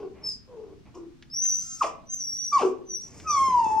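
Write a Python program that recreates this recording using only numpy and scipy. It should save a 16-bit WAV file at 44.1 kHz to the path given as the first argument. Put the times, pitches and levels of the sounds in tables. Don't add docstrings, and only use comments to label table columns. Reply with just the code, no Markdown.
import sys
import numpy as np
from scipy import signal
from scipy.fft import rfft, irfft, next_fast_len
from scipy.io import wavfile

SR = 44100
rng = np.random.default_rng(int(sys.argv[2]) if len(sys.argv) > 2 else 0)


def dump(signal):
    limited = np.clip(np.atleast_2d(signal).T, -1, 1)
    pcm = np.round(limited * 32767).astype(np.int16)
    wavfile.write(sys.argv[1], SR, pcm)


N = 167580
EDGE_S = 0.004

# frequency in Hz, level in dB.
HUSH = [(20, -2), (60, 2), (260, -0.5), (380, -15.5), (700, -22), (1130, -21.5), (6000, -29), (12000, -45)]
HUSH_DB, HUSH_SPREAD = -57, 0.91

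# time in seconds, pitch in Hz, level in dB, overtone boost in dB.
WHINES = [
    [(0, 440.3, -41, 1), (.04, 400.7, -35.5, -10), (.1, 366.7, -55.5, -10)],
    [(.48, 521.4, -56, -7.5), (.575, 446.4, -44, -9), (.74, 377, -54, -10.5)],
    [(.945, 370.6, -53, 6.5), (.975, 355.7, -42, -13), (1.07, 324.6, -50.5, -46)],
    [(1.61, 1370, -68.5, 11.5), (1.802, 1311, -60.5, 6), (1.812, 1291, -23.5, 0), (1.822, 1069, -14, -6.5),
     (1.826, 930, -29.5, 22.5), (1.852, 603, -33, 10.5), (1.868, 460, -54, 10.5)],
    [(2.519, 1206, -42.5, -10.5), (2.531, 1168, -19.5, 9.5), (2.556, 1146, -18, 1.5),
     (2.572, 1090, -14.5, -4), (2.588, 910.7, -35.5, 19), (2.61, 700.4, -29.5, 10.5), (2.628, 411, -23, 3),
     (2.65, 369.5, -18, -20.5), (2.7, 372, -42.5, -20.5)],
    [(3.245, 1295, -55, -25), (3.272, 1274, -31, -0.5), (3.3, 1207, -25, 5.5), (3.382, 1086, -21, 6.5),
     (3.46, 1066, -25, 9.5), (3.545, 993.7, -19, -5.5), (3.667, 875, -24, -4.5), (3.748, 870.2, -22, -11.5),
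     (3.8, 886, -14.5, -15.5)],
]
# frequency in Hz, level in dB.
THROAT = [(800, -9.5), (1080, -0.5), (1500, -44.5), (1900, -34.5), (2600, -26.5), (3500, -40),
          (4200, -45.5), (4800, -30), (6000, -35.5), (7500, -34.5), (11000, -55.5)]
# frequency in Hz, level in dB.
RASP_COLOUR = [(1100, -1), (1800, -14.5), (2750, 1), (3800, -15), (5400, -12), (14000, -34)]
# frequency in Hz, level in dB.
GRUFF_COLOUR = [(430, 5.5), (750, -6), (1080, 2.5), (1450, -34.5), (6000, -54.5)]
FLICKER_DB, FLICKER_HZ = 4, 22
VOICE_JITTER, VOICE_JITTER_HZ = 0.1913, 197
SHIMMER, SHIMMER_HZ = 1.06, 82
CLEAR_ROUGH = 0.017
FAINT_DB, FAINT_ROUGH = -47.5, .12
BREAK_HZ, BREAK_ROUGH = 937, 0.63
RASP, GRUFF, SMEAR_DB = 0.19, 0.94, 14
CHEST_HZ = 246

# start in seconds, length in seconds, level in dB.
SHUFFLES = [(.13, 0.15, -52.5), (.852, 0.03, -54), (3.0, .75, -51.5), (3.498, 0.01, -44)]
# frequency in Hz, level in dB.
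CARPET = [(30, -2), (80, 11.5), (450, -0.5), (1100, -6.5), (1500, -16.5), (2400, -8.5), (5000, -42.5)]
SHUFFLE_RISE_SHARE, SHUFFLE_FALL_S = 0.21, 0.017

# time in seconds, pitch in Hz, level in dB.
WHISTLES = [
    [(.222, 5380, -70), (.243, 5215, -36), (.28, 5220, -28), (.355, 4690, -53.5)],
    [(1.302, 4946, -54.5), (1.347, 5655, -32.5), (1.468, 6220, -25.5), (1.497, 5910, -23),
     (1.56, 6010, -29.5), (1.635, 6270, -40.5), (1.765, 6336, -41.5)],
    [(2.06, 5960, -73), (2.092, 5940, -43), (2.106, 6290, -34.5), (2.144, 6230, -28.5), (2.18, 6190, -39.5),
     (2.216, 5760, -32.5), (2.325, 5627, -35), (2.38, 5857, -34.5), (2.466, 5810, -32), (2.56, 5730, -50.5)],
    [(2.85, 6120, -79), (2.9, 5967, -37.5), (2.95, 5815, -32), (3.075, 5758, -57)],
    [(3.275, 5930, -45.5), (3.31, 5910, -29), (3.39, 5786, -51)],
]
OCTAVE_DB = -21.5
WHISTLE_JITTER, WHISTLE_JITTER_HZ = 0.0036, 66.6
FLUTTER, FLUTTER_HZ = 0.4, 118

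# start in seconds, length in seconds, level in dB.
PUFFS = [(.24, 0.097, -52), (.945, 0.02, -57), (1.35, 0.52, -47.5), (2.09, 0.6, -52.5), (2.88, 0.37, -55.5),
         (3.26, 0.13, -48.5), (3.4, 0.46, -57)]
# frequency in Hz, level in dB.
NOSE = [(300, -27.5), (3800, -10.5), (5400, 9.5), (7500, 8), (10200, -10.5), (12000, -13), (13200, -5),
        (15200, -6.5)]
PUFF_RISE_SHARE, PUFF_FALL_S = 0.3, 0.012
GUST_DB, GUST_HZ = 2, 30

# start in seconds, level in dB.
TICKS = [(1.225, -33), (1.452, -33.5), (3.2, -35.5)]
CLIP = [(900, -13.5), (1800, 11), (6000, -3.5), (12000, -34.5)]
TICK_DECAY_S = 0.006

# start in seconds, level in dB.
TWITCHES = [(3.414, -42), (3.481, -38.5), (3.564, -47.5), (3.661, -36), (3.711, -45), (3.759, -42)]
TWITCH_SWEEP_HZ, TWITCH_END_HZ = 1434, 159
TWITCH_GLIDE_S, TWITCH_PEAK_S = 0.00239, 0.0053

# delay in seconds, gain as a plain factor.
ECHOES = [(.0078, -0.16), (.027, 0.21)]
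# frequency in Hz, time to fall by 60 dB in seconds.
STAIRWELL = [(100, 1), (370, 0.57), (600, 0.44), (1100, 0.37), (2500, 0.34), (6000, 0.24), (15000, 0.049)]
# frequency in Hz, level in dB.
TAIL = [(400, -1), (1100, -5.5), (6000, -3)]
TAIL_START_S, TAIL_BUILD_S, TAIL_SPREAD = 0.0042, 0.014, 0.69

# frequency in Hz, lead of the left in radians.
PORT_PHASE = [(1100, 0), (5170, .35), (5700, 1.2), (6300, 1.5), (8400, 2.9), (15000, 3.2)]
# frequency in Hz, left over right in dB.
PORT_BALANCE = [(60, -1.5), (380, 3), (1200, 0.5)]
CUT_HZ = 15800


def amp(db):
    return 10 ** (np.asarray(db) / 20)


def unit(x):
    return x / np.sqrt(np.mean(x ** 2) + 1e-20)


def read(points, hz):
    f, value = np.transpose(points)
    return np.interp(np.log(hz + 1), np.log(f + 1), value)


def add(mix, s, sound):
    part = mix[max(round(s * SR), 0):][:len(sound)]
    part += sound[:len(part)]


def colour(x, points):
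    hz = np.fft.rfftfreq(len(x), 1 / SR)
    return irfft(rfft(x) * amp(read(points, hz)), len(x))


def noise(points):
    return unit(colour(rng.standard_normal(N), points))


def wander(rate_hz):
    hz = np.fft.rfftfreq(N, 1 / SR)
    return unit(irfft(rfft(rng.standard_normal(N)) / (1 + (hz / rate_hz) ** 2), N))


def controls(call):
    s, *columns = np.transpose(call)
    t = np.arange(N) / SR
    gate = np.clip(np.minimum(t - s[0], s[-1] - t) / EDGE_S + 1, 0, 1)
    on = gate > 0
    return on, gate[on], [np.interp(t[on], s, c) for c in columns]


def bursts(rows, spectrum, rise_share, fall_s):
    t = np.arange(N) / SR
    level = np.zeros(N)
    for s, length, db in rows:
        rise = np.clip((t - s) / (rise_share * length), 0, 1)
        fall = np.exp(-np.maximum(t - s - length, 0) / fall_s)
        level += amp(db) * rise * fall
    return level * noise(spectrum)


def hush():
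    mid, side = noise(HUSH), HUSH_SPREAD * noise(HUSH)
    return amp(HUSH_DB) * np.array([mid + side, mid - side])


def whines():
    out, jitter = np.zeros(N), wander(VOICE_JITTER_HZ)
    air, gruff = noise(RASP_COLOUR), noise(GRUFF_COLOUR)
    shimmer = SHIMMER * wander(SHIMMER_HZ)
    flicker = {k: FLICKER_DB * wander(FLICKER_HZ) for k in range(2, 16)}
    for call in WHINES:
        on, gate, (hz, db, boost_db) = controls(call)
        broken = BREAK_ROUGH * np.maximum(1 - hz / BREAK_HZ, 0) * amp(boost_db / 2)
        rough = CLEAR_ROUGH + FAINT_ROUGH * (db < FAINT_DB) + broken
        phase = 2 * np.pi * np.cumsum(hz * (1 + VOICE_JITTER * rough * jitter[on])) / SR
        overtones = np.zeros(len(hz))
        for k, drift_db in flicker.items():
            overtones += amp(read(THROAT, k * hz) + drift_db[on]) * np.cos(k * phase)
        tone = np.cos(phase) + amp(boost_db - SMEAR_DB * rough) * overtones
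        voice = (1 + rough * shimmer[on]) * tone
        breath = rough * (RASP * amp(boost_db) * air[on] + GRUFF * gruff[on])
        rasp = breath * (1 + .5 * np.cos(phase))
        out[on] += np.sqrt(2) * gate * amp(db) * (voice + rasp)
    return signal.sosfilt(signal.butter(4, CHEST_HZ, "high", fs=SR, output="sos"), out)


def shuffles():
    return bursts(SHUFFLES, CARPET, SHUFFLE_RISE_SHARE, SHUFFLE_FALL_S)


def whistles():
    out, jitter, flutter = np.zeros(N), wander(WHISTLE_JITTER_HZ), wander(FLUTTER_HZ)
    for call in WHISTLES:
        on, gate, (hz, db) = controls(call)
        phase = 2 * np.pi * np.cumsum(hz * (1 + WHISTLE_JITTER * jitter[on])) / SR
        tone = np.sin(phase) + amp(OCTAVE_DB) * np.sin(2 * phase)
        out[on] += np.sqrt(2) * gate * amp(db) * (1 + FLUTTER * flutter[on]) * tone
    return out


def nose_air():
    gusts = amp(GUST_DB * (wander(GUST_HZ) + wander(GUST_HZ)))
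    return bursts(PUFFS, NOSE, PUFF_RISE_SHARE, PUFF_FALL_S) * gusts


def ticks():
    out, t, click = np.zeros(N), np.arange(SR // 10) / SR, noise(CLIP)
    for k, (s, db) in enumerate(TICKS):
        grain = click[k * len(t):][:len(t)]
        add(out, s, amp(db) * np.exp(-t / TICK_DECAY_S) * grain)
    return out


def twitches():
    out, t = np.zeros(N), np.arange(SR // 20) / SR
    hz = TWITCH_END_HZ + TWITCH_SWEEP_HZ * np.exp(-t / TWITCH_GLIDE_S)
    age = (t / TWITCH_PEAK_S) ** 2
    thud = age * np.exp(1 - age) * np.sin(2 * np.pi * np.cumsum(hz) / SR)
    for s, db in TWITCHES:
        add(out, s, amp(db) * thud)
    return out


def stairwell(x):
    size = SR
    hz, t, z = signal.stft(rng.choice([-1., 1.], (2, size)), SR, nperseg=256)
    t60 = np.maximum(read(STAIRWELL, hz), .05)[:, None]
    decay = np.exp(-np.log(1000) * t / t60)
    even_energy = np.sqrt(np.log(10 ** 6) / t60 / SR)
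    z = z * amp(read(TAIL, hz)[:, None]) * decay * even_energy
    build = np.clip((np.arange(size) / SR - TAIL_START_S) / TAIL_BUILD_S, 0, 1)
    mid, side = signal.istft(z, SR, nperseg=256)[1][:, :size] * build
    mid[0] += 1
    for delay, gain in ECHOES:
        add(mid, delay, np.array([gain]))
    response = np.array([mid + TAIL_SPREAD * side, mid - TAIL_SPREAD * side])
    return signal.fftconvolve(x[None], response, axes=1)[:, :N]


def scene():
    dog = whines() + whistles() + nose_air()
    clip = ticks()
    room = stairwell(dog + shuffles() + 0.12 * clip)
    return room + 0.16 * clip + 2 * twitches() + hush()


def record(dry):
    size = next_fast_len(N + 4096)
    hz = np.fft.rfftfreq(size, 1 / SR)
    port = amp(read(PORT_BALANCE, hz) / 2) * np.exp(.5j * read(PORT_PHASE, hz))
    fade = np.minimum(np.arange(N)[::-1] / (EDGE_S * SR), 1)
    pair = irfft(rfft(dry * fade, size) * np.array([port, 1 / port]), size)[:, :N]
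    band_limit = signal.firwin(511, CUT_HZ, window=("kaiser", 9), fs=SR)
    return signal.oaconvolve(pair, band_limit[None], "same")


dry = scene()
out = record(dry)
dump(out)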